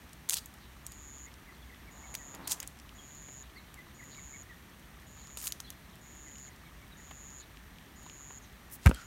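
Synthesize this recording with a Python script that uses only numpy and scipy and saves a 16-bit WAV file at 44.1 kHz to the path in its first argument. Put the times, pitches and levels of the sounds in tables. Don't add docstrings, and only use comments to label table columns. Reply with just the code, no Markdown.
import sys
import numpy as np
from scipy import signal
from scipy.fft import rfft, irfft, next_fast_len
from scipy.io import wavfile

SR = 44100
rng = np.random.default_rng(int(sys.argv[2]) if len(sys.argv) > 2 else 0)


def digitize_waveform(pressure):
    field = np.atleast_2d(pressure).T
    bounded = np.clip(field, -1, 1)
    quanta = np.round(bounded * 32767).astype(np.int16)
    wavfile.write(sys.argv[1], SR, quanta)


N = 399546

# start_s, attack_db, low_edge_hz
BEAK_CLICKS = [(.132, -50.5, 2500), (.290, -35, 4500), (.296, -24, 1100), (.3076, -31.5, 700),
               (.3232, -33.5, 400), (.3307, -33.5, 500), (.3352, -29, 700), (.3411, -26.5, 4500),
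               (.369, -36, 400), (.459, -43.5, 9100), (.8655, -38, 6000), (.920, -47, 900),
               (2.142, -42, 700), (2.151, -33.5, 1200), (2.349, -47, 4420), (2.4743, -37, 3500),
               (2.477, -33.5, 3000), (2.5194, -28, 3000), (2.602, -35.5, 2200), (2.629, -41, 400),
               (2.6752, -39, 5060), (3.742, -50, 600), (5.3725, -38, 500), (5.4709, -32, 1400),
               (5.4771, -33.5, 1600), (5.5224, -33, 1500), (5.603, -39, 900), (5.7032, -41, 3000),
               (8.893, -41, 2000), (8.946, -44.5, 2500)]
# freq_hz, gain_db
CLICK_SPECTRUM = [(300, -7), (900, -9), (2000, -3), (3200, -0.5), (4400, -1.5), (5000, -3), (6500, 3),
                  (9000, 1.5), (10400, -1), (11400, -2.5), (15500, -6)]
# start_s, length_s, level_db, ring_hz
BEAK_SCRAPES = [(.3, .059, -39.5, 8500), (.351, .045, -38.5, 4400), (2.478, .072, -40.5, 7000),
                (2.506, .029, -32.5, 6800), (5.37, .05, -47, 8000), (5.412, .086, -41.5, 12000)]
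# freq_hz, gain_db
GRIT_SPECTRUM = [(300, -13), (900, -1), (2000, -5), (3000, -1.5), (4400, -0.5), (5000, 1), (6500, 3.5),
                 (9000, 1.5), (10400, -1), (11400, 3.5), (15500, -4.5)]
# start_s, relative_peak_db
PECK_KNOCKS = [(0.288, -39), (0.916, -51), (2.141, -40), (2.342, -42), (2.628, -46), (3.286, -43),
               (3.739, -51), (5.371, -39), (5.6, -42), (7.11, -37), (8.064, -41), (8.305, -40)]
# freq_hz, gain_db
PECK_KNOCK_SPECTRUM = [(120, -14), (320, -1.5), (550, -5), (1000, 5), (1600, -1.5), (3500, -7), (5000, -19),
                       (8000, -24)]
# start_s, peak_db, cutoff_hz
CASING_BLOWS = [(8.857, -25, 500), (8.8608, -13, 14000), (8.8617, -15, 4500), (8.869, -12, 7000),
                (8.875, -16, 6000), (8.895, -26, 200), (8.913, -16.5, 600)]
# freq_hz, gain_db, t60_s
CASING_MODES = [(215, -11.5, 0.077), (528, -6.5, 0.033), (636, -8.5, .03), (900, -6.5, 0.021),
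                (1270, 2, 0.012), (1530, 3, 0.016), (2000, -5, 0.01), (2480, 2, 0.012), (2710, -4, 0.014),
                (3720, -16, 0.018), (5700, -13, 0.014)]
# start_s, peak_db, first_hz, last_hz, swell_s
MOUNT_THUMPS = [(8.8592, -7.5, 175, 58, 0.0083), (8.858, -21, 230, 178, 0.0083),
                (8.8935, -16, 220, 150, 0.0019), (8.915, -35.5, 120, 54, 0.013)]
# start_s, length_s, centre_hz, width_hz, level_db
BODY_SWISHES = [(1.85, 0.48, 830, 690, -59.5), (2.22, 0.47, 880, 1240, -53.5), (2.2, 0.41, 240, 210, -55),
                (2.615, 0.036, 2170, 2800, -51), (8.706, 0.064, 13600, 12000, -45.5),
                (8.81, 0.12, 4500, 11000, -51), (8.93, 0.14, 1420, 300, -53.5),
                (8.91, 0.15, 2800, 6000, -55)]
# start_s, length_s, target_db
CRICKET_PHRASES = [(.85, .42, -42), (1.913, .448, -42.5), (2.951, .478, -42), (3.948, .48, -42.5),
                   (5.068, .447, -43.5), (6.015, .48, -42.5), (6.972, .446, -42), (7.962, .427, -42),
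                   (8.985, .4, -42.5)]
# delay_s, length_s, turn_hz, turn_fraction, bend_hz
WARBLER_NOTES = [(0, .037, 2200, .9, -500), (.21, .06, 1990, .6, 1000), (.433, .029, 2220, .05, -750),
                 (.462, .031, 2010, .5, -1400), (.612, .038, 2280, .4, -2000),
                 (.768, .049, 2260, .47, -2300), (.934, .047, 1960, .25, -650)]
# start_s, level_db
WARBLER_SONGS = [(1.255, -54.7), (3.555, -50.5), (6.04, -58.5)]
# start_s, length_s, pitch_hz, fall_hz, level_db
SPARROW_PEEPS = [(1.615, .028, 3430, 200, -57), (2.981, .028, 3300, 200, -51),
                 (3.556, .046, 4220, 1050, -54), (5.636, .03, 4100, 270, -53),
                 (5.665, .033, 3380, 100, -52), (6.913, .033, 3820, 400, -56)]
# start_s, pitch_hz, level_db
SPARROW_CHIRPS = [(2.422, 4050, -59), (3.42, 3550, -62.5), (4.1, 4100, -57), (5.65, 4000, -61),
                  (7.39, 3930, -59.5), (8.405, 6270, -62)]
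# freq_hz, gain_db
RUMBLE_SPECTRUM = [(15, -36), (25, -12.5), (43, -6.5), (59, 0.5), (92, -8.5), (139, -7), (226, -9.5),
                   (409, -17.5), (466, -21), (963, -19.5), (1460, -21.5), (1780, -18), (2430, -23.5),
                   (4110, -28), (4800, -32.5), (6240, -48), (10600, -120)]
# freq_hz, gain_db
HISS_SPECTRUM = [(3500, -16), (5000, -2), (5700, 6), (7700, 1), (8800, 3), (9700, 2.5), (10450, -2),
                 (11500, 3), (13500, 3.5), (15700, -1.5)]


def pecks(pebble_gap_s=.025, pebble_db=-2.5):
    out = np.zeros(N)
    for start_s, db, edge_hz in BEAK_CLICKS:
        add(out, start_s, click(db, edge_hz))
    for start_s, length_s, db, ring_hz in BEAK_SCRAPES:
        add(out, start_s, scrape(length_s, db, ring_hz))
        for delay_s in rng.uniform(0, length_s, size=int(length_s / pebble_gap_s)):
            add(out, start_s + delay_s, click(db + pebble_db, edge_hz=1500))
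    return echo(out, t60_s=.32, wet_db=-18)


def click(db, edge_hz, attack_s=.005, ring_db=-16):
    t = span(.067)
    crack = noise(t) * fade(t, t60_s=.0067)
    pebble = sum(band(noise(t), hz, width_hz=860) for hz in rng.uniform(3670, 12860, size=4))
    ring = amp(ring_db) * unit(pebble) * fade(t, t60_s=.032)
    hit = highpass(colour(crack + ring, CLICK_SPECTRUM), edge_hz)
    return hit / hit[t < attack_s].std() * amp(db)


def scrape(length_s, db, ring_hz, ring_db=-3):
    t = span(length_s)
    grit = grains(len(t), rate_per_s=16000, spread_db=5.5)
    crunch = unit(colour(grit, GRIT_SPECTRUM))
    stones = amp(ring_db) * unit(band(grit, ring_hz, .8 * ring_hz))
    return unit(crunch + stones) * np.sqrt(arch(t)) * amp(db)


def peck_knocks(gain_db=1.3):
    out, t = np.zeros(N), span(.1)
    for start_s, db in PECK_KNOCKS:
        burst = noise(t) * fade(t, t60_s=.03)
        add(out, start_s, peak(colour(burst, PECK_KNOCK_SPECTRUM), db + gain_db))
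    return out


def casing_blows(crack_db=4.5, detune=.043):
    out, t = np.zeros(N), span(.12)
    for start_s, db, cutoff_hz in CASING_BLOWS:
        ring = np.zeros(len(t))
        for hz, mode_db, t60_s in CASING_MODES:
            gain = rng.choice([-1, 1]) * amp(mode_db)
            ring += gain * np.sin(2 * np.pi * hz * rng.normal(1, detune) * t) * fade(t, t60_s)
        crack = amp(crack_db) * noise(t) * fade(t, t60_s=.0065)
        add(out, start_s, peak(lowpass(ring + crack, cutoff_hz), db))
    return echo(out, t60_s=.25, wet_db=-20)


def mount_thumps(settle_s=.0063):
    out, t = np.zeros(N), span(.12)
    for start_s, db, first_hz, last_hz, swell_s in MOUNT_THUMPS:
        hz = last_hz + (first_hz - last_hz) * np.exp(-t / settle_s)
        envelope = (t / swell_s * np.exp(-t / swell_s)) ** .98
        swing = -np.cos(2 * np.pi * np.cumsum(hz) / SR)
        add(out, start_s, peak(swing * envelope, db))
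    return out


def wire_ping(pitch_hz=3230, level_db=-49):
    out, t = np.zeros(N), span(.12)
    ring = np.sin(2 * np.pi * pitch_hz * t) * fade(t, t60_s=.15)
    add(out, BEAK_CLICKS[-1][0], ring * amp(level_db))
    return out


def swishes():
    out = np.zeros(N)
    for start_s, length_s, hz, width_hz, db in BODY_SWISHES:
        t = span(length_s)
        friction = grains(len(t), rate_per_s=9000, spread_db=3.5)
        add(out, start_s, unit(band(friction, hz, width_hz)) * arch(t) * amp(db))
    return out


def cricket(wing_hz=6875, fall_hz=960, stroke_s=.0047, return_s=.0028, return_db=-10):
    swell_db, swell_s = 12, .19
    strokes_per_s, slowing_per_s2 = 150, 36
    out, t = np.zeros(N), span(stroke_s)
    for start_s, length_s, target_db in CRICKET_PHRASES:
        age_s = 0
        for jitter, force, detune, slack in rng.standard_normal((80, 4)):
            if age_s > length_s:
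                break
            db = target_db - swell_db * np.exp(-age_s / swell_s) + 1.1 * force
            hz = wing_hz + 25 * detune + fall_hz * (.5 - t / stroke_s)
            stroke = tone(hz) * arch(t) ** 2 * amp(db)
            onset_s = start_s + age_s - stroke_s / 2
            add(out, onset_s, stroke)
            add(out, onset_s + return_s * (1 + .04 * slack), stroke * amp(return_db))
            age_s += (1 + .0018 * jitter) / (strokes_per_s - slowing_per_s2 * age_s)
    return echo(out, t60_s=.072, wet_db=-14)


def warbler():
    out = np.zeros(N)
    for start_s, db in WARBLER_SONGS:
        for delay_s, length_s, turn_hz, turn_fraction, bend_hz in WARBLER_NOTES:
            t = span(length_s)
            hz = turn_hz + bend_hz * (t / length_s - turn_fraction) ** 2
            add(out, start_s + delay_s, tone(hz * quaver(t, cutoff_hz=350)) * arch(t) * amp(db))
    return out


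def sparrows(rasp_hz=420, chirp_s=.068, fall_fraction=.18, flock_db=-69):
    out = np.zeros(N)
    for start_s, length_s, hz, fall_hz, db in SPARROW_PEEPS:
        t = span(length_s)
        peep = tone(hz * quaver(t, rasp_hz) + fall_hz * (.5 - t / length_s))
        add(out, start_s, peep * arch(t) * amp(db))
    t = span(chirp_s)
    flock = [(s, hz, flock_db) for s, hz in rng.uniform([0, 3000], [(N - 1) / SR, 4500], size=(40, 2))]
    for start_s, hz, db in list(SPARROW_CHIRPS) + flock:
        rasp = lowpass(lowpass(noise(t), rasp_hz), rasp_hz)
        chirp = tone(hz * (1 + fall_fraction * (.5 - t / chirp_s)))
        add(out, start_s, unit(chirp * rasp) * arch(t) * amp(db))
    return out


def rain(drizzle_db=-68, drip_db=-72):
    drizzle = sum(band(grains(N, rate_per_s=90, spread_db=2), hz, hz / 4) / hz
                  for hz in (1200, 1850, 3300))
    splashes = sum(band(grains(N, rate_per_s=7, spread_db=2.2), hz, 1.3 * hz) / np.sqrt(hz)
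                   for hz in (2600, 5500, 10500))
    drips = echo(splashes, t60_s=.014, wet_db=6)
    return unit(drizzle) * amp(drizzle_db) + unit(drips) * amp(drip_db)


def open_air(rumble_db=-54.2, drone_db=-61, hiss_db=-64.6):
    rumble = unit(colour(rng.standard_normal(N), RUMBLE_SPECTRUM))
    drone = unit(band(rng.standard_normal(N), hz=61, width_hz=24))
    hiss = unit(colour(rng.standard_normal(N), HISS_SPECTRUM))
    return rumble * amp(rumble_db) + drone * amp(drone_db) + hiss * amp(hiss_db)


def echo(x, t60_s, wet_db):
    t = span(.6)
    tail = noise(t) * fade(t, t60_s)
    return x + amp(wet_db) * signal.fftconvolve(x, tail / np.linalg.norm(tail))[:N]


def grains(count, rate_per_s, spread_db):
    size = amp(spread_db * np.minimum(rng.exponential(size=count), np.pi))
    return (rng.random(count) < rate_per_s / SR) * size * rng.standard_normal(count)


def quaver(t, cutoff_hz, depth=.016):
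    return 1 + depth * unit(lowpass(noise(t), cutoff_hz))


def colour(x, spectrum):
    n = next_fast_len(len(x) + 8192)
    hz, db = np.transpose(spectrum)
    bin_hz = np.arange(n // 2 + 1) * SR / n
    log_gain = np.interp(np.log(bin_hz + 1), np.log(hz), np.log(amp(db)))
    cepstrum = irfft(log_gain, n)
    cepstrum[1:n // 2] *= 2
    cepstrum[n // 2 + 1:] = 0
    return irfft(rfft(x, n) * np.exp(rfft(cepstrum)), n)[:len(x)]


def band(x, hz, width_hz):
    b, a = signal.iirpeak(hz, hz / min(width_hz, SR / np.pi), fs=SR)
    return signal.lfilter(b, a, signal.lfilter(b, a, x))


def lowpass(x, hz):
    return signal.lfilter(*signal.butter(1, hz, fs=SR), x)


def highpass(x, hz):
    return signal.sosfilt(signal.butter(2, hz, "high", fs=SR, output="sos"), x)


def tone(hz):
    return np.sin(2 * np.pi * np.cumsum(hz) / SR)


def noise(t):
    return rng.standard_normal(len(t))


def amp(db):
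    return 10 ** (np.asarray(db) / 20)


def unit(x):
    return x / np.sqrt(np.mean(x ** 2))


def peak(x, db):
    return x * amp(db) / np.abs(x).max()


def span(length_s):
    return np.arange(int(length_s * SR)) / SR


def fade(t, t60_s):
    return np.exp(-np.log(1000) * t / t60_s)


def arch(t):
    return np.sin(np.pi * np.arange(len(t)) / len(t))


def add(out, start_s, x):
    i = int(start_s * SR)
    out[i:i + len(x)] += x[:max(N - i, 0)]


def scene():
    buzz = cricket()
    ostrich = pecks() + peck_knocks() + casing_blows() + mount_thumps() + wire_ping()
    birds = echo(warbler() + sparrows(), t60_s=.45, wet_db=-7.5)
    return (buzz + ostrich + swishes() + birds + open_air() + rain())[None]


def record(dry, low_hz=30, top_hz=15800):
    return signal.sosfilt(signal.ellip(10, .2, 70, top_hz, fs=SR, output="sos"), highpass(dry, low_hz))


dry = scene()
out = record(dry)
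digitize_waveform(out)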